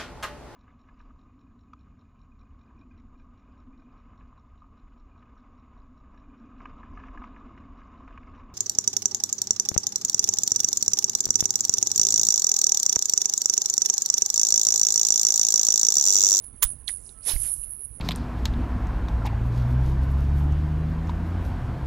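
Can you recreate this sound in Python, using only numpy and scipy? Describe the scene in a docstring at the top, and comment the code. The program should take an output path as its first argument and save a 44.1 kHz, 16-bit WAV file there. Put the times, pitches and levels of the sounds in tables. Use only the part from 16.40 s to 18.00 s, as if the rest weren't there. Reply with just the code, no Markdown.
"""A spinning reel close up by a swamp, over rumbling wind, air hiss and two insects near 10 kHz: one whines in
falling chirps, one far to the right ticks in swelling buzzes. After a faint contact the bail snaps as clustered
clicks ringing the reel's modes; small parts click; then the rod swishes back as shaped noise under a rising
whistle while the grip thumps the housing as damped low sines. A far bird gives short steady notes, one early
and two later. The left channel is much weaker than the right."""
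import sys
import numpy as np
from scipy import signal
from scipy.fft import rfft, irfft
from scipy.io import wavfile
from scipy.ndimage import uniform_filter1d, map_coordinates

SR = 44100
rng = np.random.default_rng(int(sys.argv[2]) if len(sys.argv) > 2 else 0)


def field_ratio(decibels):
    """Amplitude ratio for a level in dB (20 dB per decade); scalars and array-likes work."""
    return 10 ** (np.asarray(decibels, dtype=float) / 20)


def int16_out(signal):
    """Quantize to a 16-bit WAV file."""
    q = np.round(np.clip(np.atleast_2d(signal).T, -1, 1) * 32767)
    wavfile.write(sys.argv[1], SR, q.astype(np.int16))


N = 70560
T = np.arange(N) / SR


def unit(x):
    """Scaled to rms 1."""
    return x / np.sqrt(np.mean(x ** 2) + 1e-20)


def curves(rows):
    """One value per sample for each column after the time."""
    s, *cols = np.transpose(rows)
    return [np.interp(T, s, c, left=c[0], right=c[-1]) for c in cols]


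def wobble(rate):
    """A smooth random curve, rate knots a second."""
    return map_coordinates(rng.standard_normal(N // 8), [T * rate])


def sine(hz):
    """A sine that follows a pitch curve in Hz."""
    return np.sin(2 * np.pi * np.cumsum(hz) / SR)


def colour(x, points):
    """x filtered by (Hz, dB) points, joined on a log pitch scale."""
    f, db = np.transpose(points)
    hz = np.fft.rfftfreq(len(x), 1 / SR)
    gain_db = np.interp(np.log(hz + 1), np.log(f + 1), db, left=-120, right=-120)
    return irfft(rfft(x) * field_ratio(gain_db), len(x))


def noise(points, size=N):
    """Noise of rms 1 coloured by (Hz, dB) points."""
    return unit(colour(rng.standard_normal(size), points))


def patchy(points):
    """Coloured noise of rms 1 whose gain varies in small patches of time and pitch."""
    patch_db = 3
    z = signal.stft(rng.standard_normal(N), nperseg=512)[2]
    field = uniform_filter1d(rng.standard_normal(z.shape), size=3, axis=0)
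    field = uniform_filter1d(field, size=5, axis=1)
    grains = signal.istft(z * field_ratio(patch_db * unit(field)), nperseg=512)[1][:N]
    return unit(colour(grains, points))


# Gusts of the wind. Each row: time in seconds, level in dB.
WIND_LEVEL = [(0, -55), (.12, -51.5), (.2, -52.5), (.27, -40), (.34, -43), (.41, -47), (.5, -53),
              (.86, -54.5), (.93, -46), (1.03, -43.5), (1.13, -56.5), (1.19, -45), (1.25, -52.5),
              (1.32, -49.5), (1.38, -58), (1.48, -50.5), (1.56, -44), (1.6, -48)]
# Tone of the wind rumble. Each row: pitch in Hz, gain in dB.
WIND_TONE = [(11, -33), (18, -0.5), (54, 5), (86, -3.5), (135, -4.5), (179, -45), (300, -39), (390, -47),
             (660, -120)]
# Tone of the air hiss. Each row: pitch in Hz, gain in dB.
AIR_TONE = [(88, -21), (150, -6), (350, -14), (489, -18), (951, -21.5), (3150, -34.5), (4860, -39.5),
            (7120, -37), (8000, -31.5), (10400, -60), (17600, -120)]
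# Notes of the far bird. Each row: start in seconds, length in seconds, pitch in Hz, level in dB.
BIRD_NOTES = [(.74, .09, 1310, -62), (.09, .09, 1345, -72), (1.35, .05, 1270, -70)]


def outdoors():
    """Lumpy low noise for wind, patchy air hiss that a noise suppressor lifts slightly, and bird notes as sines."""
    wind = field_ratio(curves(WIND_LEVEL)[0] + 1.3 * wobble(41)) * noise(WIND_TONE)
    opening_db, = curves(WHINE_LEVEL)
    air_db, air_share = -61, 0.085  # the opening that lifts the whine lifts the air by this share of its dB
    air = field_ratio(air_db + air_share * (opening_db + 48) + wobble(12)) * patchy(AIR_TONE)
    bird = np.zeros(N)
    for start, length, hz, db in BIRD_NOTES:
        arch = np.sin(np.pi * np.clip((T - start) / length, 0, 1)) ** 0.5
        bird += field_ratio(db) * arch * np.sin(2 * np.pi * hz * T)
    return wind + air + bird


# Treble hiss in three stretches. 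Each row: time in seconds, lower band in dB, upper band in dB, before lift.
HISS_LEVELS = [
    [(0.0, -78, -100), (0.024, -69, -103), (0.04, -65, -55), (0.05, -63, -80), (0.122, -112, -106),
     (0.17, -62, -75), (0.174, -89, -86), (0.21, -98, -75), (0.215, -79, -82)],
    [(0.26, -47, -60), (0.282, -54.5, -65), (0.452, -86, -90), (0.482, -43, -45), (0.548, -58, -90),
     (0.62, -61, -67), (0.686, -53.5, -89), (0.738, -62.5, -100), (0.8, -87, -91)],
    [(0.81, -80, -81), (0.834, -56, -85), (0.86, -44, -40.5), (0.878, -32.5, -33.5), (0.976, -48.5, -43),
     (1.048, -42, -39), (1.262, -63, -55.5), (1.316, -71, -51), (1.6, -72.5, -84)],
]
# Tone of the lower hiss band. Each row: pitch in Hz, gain in dB.
HISS_LOW_TONE = [(2500, -25.5), (4500, -16.5), (6000, -7), (8500, 1.5), (9500, 9), (10500, -17)]
# Tone of the upper hiss band. Each row: pitch in Hz, gain in dB.
HISS_HIGH_TONE = [(9000, -13), (10000, 0.5), (11300, 2.5), (12100, -7), (12400, -30)]


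def hiss():
    """Treble noise in two overlapping bands, the lower one patchy, each flickering on its own level."""
    low_db, high_db = curves(sum(HISS_LEVELS, []))
    low_lift_db, high_lift_db = 0.5, 4
    low = field_ratio(low_db + low_lift_db + 1.5 * wobble(140)) * patchy(HISS_LOW_TONE)
    high = field_ratio(high_db + high_lift_db + 1.5 * wobble(200)) * noise(HISS_HIGH_TONE)
    return low + high


# Whine of the first insect, lifted as a noise suppressor opens after each hit.
# Each row: time in seconds, level in dB.
WHINE_LEVEL = [(0, -53.5), (.028, -54), (.044, -41.5), (.07, -44.5), (.115, -53.5), (.214, -53),
               (.228, -24), (.256, -31), (.305, -33.5), (.335, -42.5), (.45, -56), (.472, -45), (.486, -30),
               (.545, -34), (.62, -49.5), (.72, -48.5), (.765, -54), (.775, -48.5), (.825, -47.5),
               (.872, -28), (.926, -31.5), (.95, -43), (1, -35), (1.13, -33), (1.17, -42), (1.25, -47),
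               (1.33, -51), (1.38, -53), (1.5, -52.5), (1.56, -45.5), (1.6, -50.5)]
# Tone that trims the chirps. Each row: pitch in Hz, gain in dB.
CHIRP_TONE = [(8300, -50), (9000, 2.5), (9800, 5.5), (10600, 4.5), (11300, -10), (11800, -58)]


def chirper():
    """A narrow noisy band that falls in pitch once a cycle, loudest mid-cycle."""
    chirps_per_s, first_cycle, depth = 93, 0.3, 0.45
    top_hz, fall_hz, wide_hz = 10570, 1493, 340
    cycle = (first_cycle + chirps_per_s * T + 0.032 * wobble(21)) % 1
    phase = 2 * np.pi * np.cumsum(top_hz - fall_hz * cycle) / SR
    # slow noise on both quadratures spreads the carrier into a band
    band = [(1, 0), (wide_hz, -3), (3.4 * wide_hz, -22), (3000, -40)]
    song = noise(band) * np.cos(phase) + noise(band) * np.sin(phase)
    pulse = 1 - depth * np.cos(2 * np.pi * cycle)
    song = colour(song * pulse * field_ratio(1.2 * wobble(30.2)), CHIRP_TONE)
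    return unit(song) * field_ratio(curves(WHINE_LEVEL)[0])


# Buzzes of the second insect. Each row: end in seconds, level reached at the end in dB.
BUZZ_ENDS = [(0.083, -46), (.21, -51), (0.324, -39.5), (0.418, -54), (0.524, -45), (.63, -57), (.73, -51.5),
             (0.934, -30.5), (1.041, -30), (1.143, -26.5), (1.248, -33), (1.337, -39), (1.36, -39),
             (1.46, -35.5), (1.576, -46)]
# Tone of the noise in the ticks. Each row: pitch in Hz, gain in dB.
BUZZ_TONE = [(8800, -45), (9500, -26), (10000, 8), (10500, -14), (11300, -16), (12000, -32)]
# Body that lets no click through from the cut buzzes. Each row: pitch in Hz, gain in dB.
BUZZ_BODY = [(8000, -40), (8800, -1.5), (11200, 3), (12000, -36)]
# Rasp under the buzzes. Each row: time in seconds, level in dB.
RASP_LEVEL = [(0, -65.5), (1, -62), (1.15, -48), (1.3, -49), (1.45, -43), (1.6, -65.5)]
# Tone of the rasp. Each row: pitch in Hz, gain in dB.
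RASP_TONE = [(8500, -34), (9300, -4), (10200, 11.5), (11300, -13.5), (12100, -18), (12400, -44.5)]


def buzzer():
    """Fast pitched ticks, each sagging in pitch, swell through every buzz and stop short over a pulsing rasp."""
    ticks_per_s, tick_s = 141, 0.0017
    pitch_hz, scatter_hz, sag_hz, noise_share = 9910, 61.3, 2200, 0.35
    rise_db_per_s, buzz_s = 154, 0.11
    count = np.cumsum(ticks_per_s * (1 + 0.006 * wobble(20))) / SR
    cycle = count % 1 - 0.5
    chance = rng.standard_normal((N // 100, 2))[count.astype(int)]  # one pair of draws a tick
    tone = sine(pitch_hz + scatter_hz * chance[:, 0] - sag_hz * cycle)
    pulse = np.exp(-(cycle / ticks_per_s / tick_s) ** 2) * field_ratio(1.3 * chance[:, 1])
    ticks = unit(pulse * tone + noise_share * (0.74 + pulse) * noise(BUZZ_TONE))
    swell = np.zeros(N)
    for end, db in BUZZ_ENDS:
        rise = field_ratio(db - rise_db_per_s * np.clip(end - T, 0, 1))
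        gate = np.minimum((end - T) / 0.00084, (T - end + buzz_s) / 0.03)  # abrupt stop, softer start
        swell += rise * np.clip(gate, 0, 1)
    rasp = field_ratio(curves(RASP_LEVEL)[0]) * unit(0.6 + pulse) * noise(RASP_TONE)
    return colour(ticks * swell, BUZZ_BODY) + rasp


# Thumps of the grip. Each row: start in seconds, level in dB, pitch in Hz, time to fall 60 dB in seconds.
GRIP_THUMPS = [(0.213, -38, 45, 0.089), (.25, -19, 27.9, 0.084), (0.936, -14, 22.7, 0.049),
               (0.958, -15.5, 38.4, 0.095), (1.192, -41, 45, 0.17)]


def thumps():
    """Low damped sines, pushes through the housing that go in or out by sign."""
    out = np.zeros(N)
    for (start, db, hz, t60), sign in zip(GRIP_THUMPS, (-1, 1, -1, 1, -1)):
        t = np.clip(T - start, 0, 9)
        out += sign * field_ratio(db - 60 * t / t60) * np.sin(2 * np.pi * hz * t)
    return out


# Swish of rod and line. 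Each row: time in seconds, body in dB, top in dB.
SWISH_LEVELS = [(0.8, -65, -125), (0.822, -72, -119), (0.878, -39, -52), (0.896, -33, -42),
                (0.946, -47, -46.5), (0.99, -58.5, -63), (1.064, -53, -66), (1.078, -54, -79),
                (1.102, -60, -62), (1.14, -73, -99), (1.164, -67, -88), (1.174, -75, -96), (1.3, -69, -97)]
# Tone of the swish body. Each row: pitch in Hz, gain in dB.
SWISH_BODY_TONE = [(150, -51), (250, -11.5), (565, -10), (708, -8.5), (956, -12), (1210, -13), (5000, -11),
                   (6500, -13), (11000, -120)]
# Tone of the swish top. Each row: pitch in Hz, gain in dB.
SWISH_TOP_TONE = [(12000, -13), (12500, 3), (14000, -3), (15600, -1.5), (15800, -19)]
# Line whistling up. Each row: time in seconds, pitch in Hz, level in dB.
LINE_WHISTLE = [(.81, 2500, -76), (.83, 4300, -60), (.855, 7000, -53)]


def swish():
    """Air noise around the rod, body and top on their own levels, with a faint whistle rising at the start."""
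    body_db, top_db = curves(SWISH_LEVELS)
    fade_s = 0.042
    on = np.clip(np.minimum(T - SWISH_LEVELS[0][0], SWISH_LEVELS[-1][0] - T) / fade_s, 0, 1)
    body = field_ratio(body_db + wobble(300)) * patchy(SWISH_BODY_TONE)
    top = field_ratio(top_db + wobble(300)) * noise(SWISH_TOP_TONE)
    hz, db = curves(LINE_WHISTLE)
    sounding = (T > LINE_WHISTLE[0][0]) * (T < LINE_WHISTLE[-1][0])
    whistle = field_ratio(db + 4 * wobble(700)) * sine(hz * (1 + 0.16 * wobble(1500))) * sounding
    return on * (body + top) + whistle


# Contacts of the bail and lever. Each row: start in seconds, level in dB, centre of the modes reached in Hz,
# loss away from it in dB per octave, level of the top ring in dB.
CONTACTS = [(0.041, -48, 7200, 3.5, -40), (.223, -27.5, 3400, 1, -12), (0.2257, -16, 10900, 3.5, -16),
            (.23, -13.5, 7200, 6.5, 4.5), (.2355, -19, 6000, 7, 8), (.2408, -14, 10000, 23, -7),
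            (0.248, -31, 8000, 1, -2.5), (.48, -33, 8150, 17, -48), (.49, -28.5, 5140, 11, -46),
            (0.874, -31, 9000, 6, -17), (0.899, -28.5, 4400, 7, -16)]
# Dull knocks that reach only the modes next to one pitch. Each row: start in seconds, level in dB, pitch in Hz.
DULL_KNOCKS = [(0.2275, -13.5, 3450), (.229, -20.5, 1050), (.231, -19, 1640), (0.4792, -19, 3844),
               (0.4873, -32, 2000), (0.4908, -38, 1050), (0.4943, -31.5, 2000), (0.663, -46, 5200),
               (.692, -42, 3870), (0.963, -40, 2000), (1.05, -43, 2370), (1.059, -42, 2000),
               (1.085, -47, 3900), (1.232, -50, 2800)]
# Modes of the reel body. Each row: pitch in Hz, level in dB, time to fall 60 dB in seconds.
REEL_MODES = [(1050, -14.5, 0.014), (1401, 2, 0.01), (1689, -12.5, .035), (2000, -6, 0.024),
              (2430, -11, 0.012), (3450, -7.5, 0.011), (3900, -16, 0.0081), (4400, -12, 0.0051),
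              (4875, -17.5, .03), (6270, -12.5, 0.012), (7050, -6.5, 0.029), (8800, -9, 0.01),
              (10000, -2.5, 0.007), (10230, 5, 0.014), (11900, 3, 0.0122), (13500, -12, 0.021)]
# The thin wire's own pair. Each row: pitch in Hz, level in dB, time to fall 60 dB in seconds.
WIRE_MODES = [(15040, -3, .025), (15230, -3, .03)]
# Tone of the dying rattle after a contact. Each row: pitch in Hz, gain in dB.
RATTLE_TONE = [(350, -62), (600, -26), (1200, -24), (3580, -13), (4280, -16.5), (8590, -7), (9980, -14),
               (15600, -44)]


def reel():
    """Every contact rings the modes near its own pitch, cracks and leaves a short rattle."""
    knock_slope_db, knock_top_db = 34, -70
    crack_db, crack_t60 = -1, 0.012
    rattle_db, rattle_t60 = -24, 0.12
    out, t = np.zeros(N + SR), np.arange(8192) / SR
    hz, level, t60 = np.transpose(REEL_MODES + WIRE_MODES)[:, :, None]
    wire = hz > 14000
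    knocks = [(*k, knock_slope_db, knock_top_db) for k in DULL_KNOCKS]
    onset = 1 - np.exp(-(t / 0.0004) ** 2)
    for start, db, centre_hz, slope_db, top_db in CONTACTS + knocks:
        def reach(f):
            """Gain in dB that falls with distance from the contact's pitch."""
            return -abs(slope_db * np.log2(f / centre_hz))

        chance = rng.standard_normal((2, len(hz), 1))
        mode_db = level + 2 * chance[0] + np.where(wire, top_db, reach(hz))
        mode_hz = hz * (1 + 0.012 * ~wire * chance[1])  # the body modes shift a little, the wire stays
        ring = (field_ratio(mode_db - 60 * t / t60) * np.sin(2 * np.pi * mode_hz * t)).sum(0)
        crack_tone = [(f, reach(f)) for f in sorted((800, centre_hz, 13000))]
        crack = field_ratio(crack_db - 60 * t / crack_t60) * noise(crack_tone, size=8192)
        rattle_tone = [(f, d + reach(f)) for f, d in RATTLE_TONE]
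        rattle = field_ratio(rattle_db - 60 * t / rattle_t60) * noise(rattle_tone, size=8192)
        out[round(start * SR):][:len(t)] += field_ratio(db) * (ring + crack + rattle) * onset
    return out[:N]


def scene():
    """Everything reaches both channels, weaker and smeared on the left; the buzzer, unsmeared, sits far right."""
    left_db, smear_db, buzz_left_db = -15.5, -17, -29
    near = outdoors() + hiss() + chirper() + thumps() + swish() + reel()
    smear = rng.standard_normal(48) * np.exp(-np.arange(48) / 12)
    smear = (smear - smear.mean()) / np.linalg.norm(smear)
    smeared = near + field_ratio(smear_db) * np.convolve(near, smear)[:N]
    buzz = buzzer()
    left = field_ratio(left_db) * smeared + field_ratio(buzz_left_db) * buzz
    right = near + buzz
    return np.array([left, right]) * 2 / (1 + field_ratio(left_db))


def low_pass(x):
    """Removes everything above the highest recorded frequency."""
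    return signal.sosfilt(signal.butter(12, 15800, fs=SR, output="sos"), x)


def record(dry):
    """Cuts everything from 15.8 kHz up, then clips at full scale."""
    banded = irfft(rfft(dry) * (np.fft.rfftfreq(N, 1 / SR) < 15800), N)
    mix = np.clip(banded, -1, 1)
    return low_pass(mix)


dry = scene()
out = record(dry)
int16_out(out)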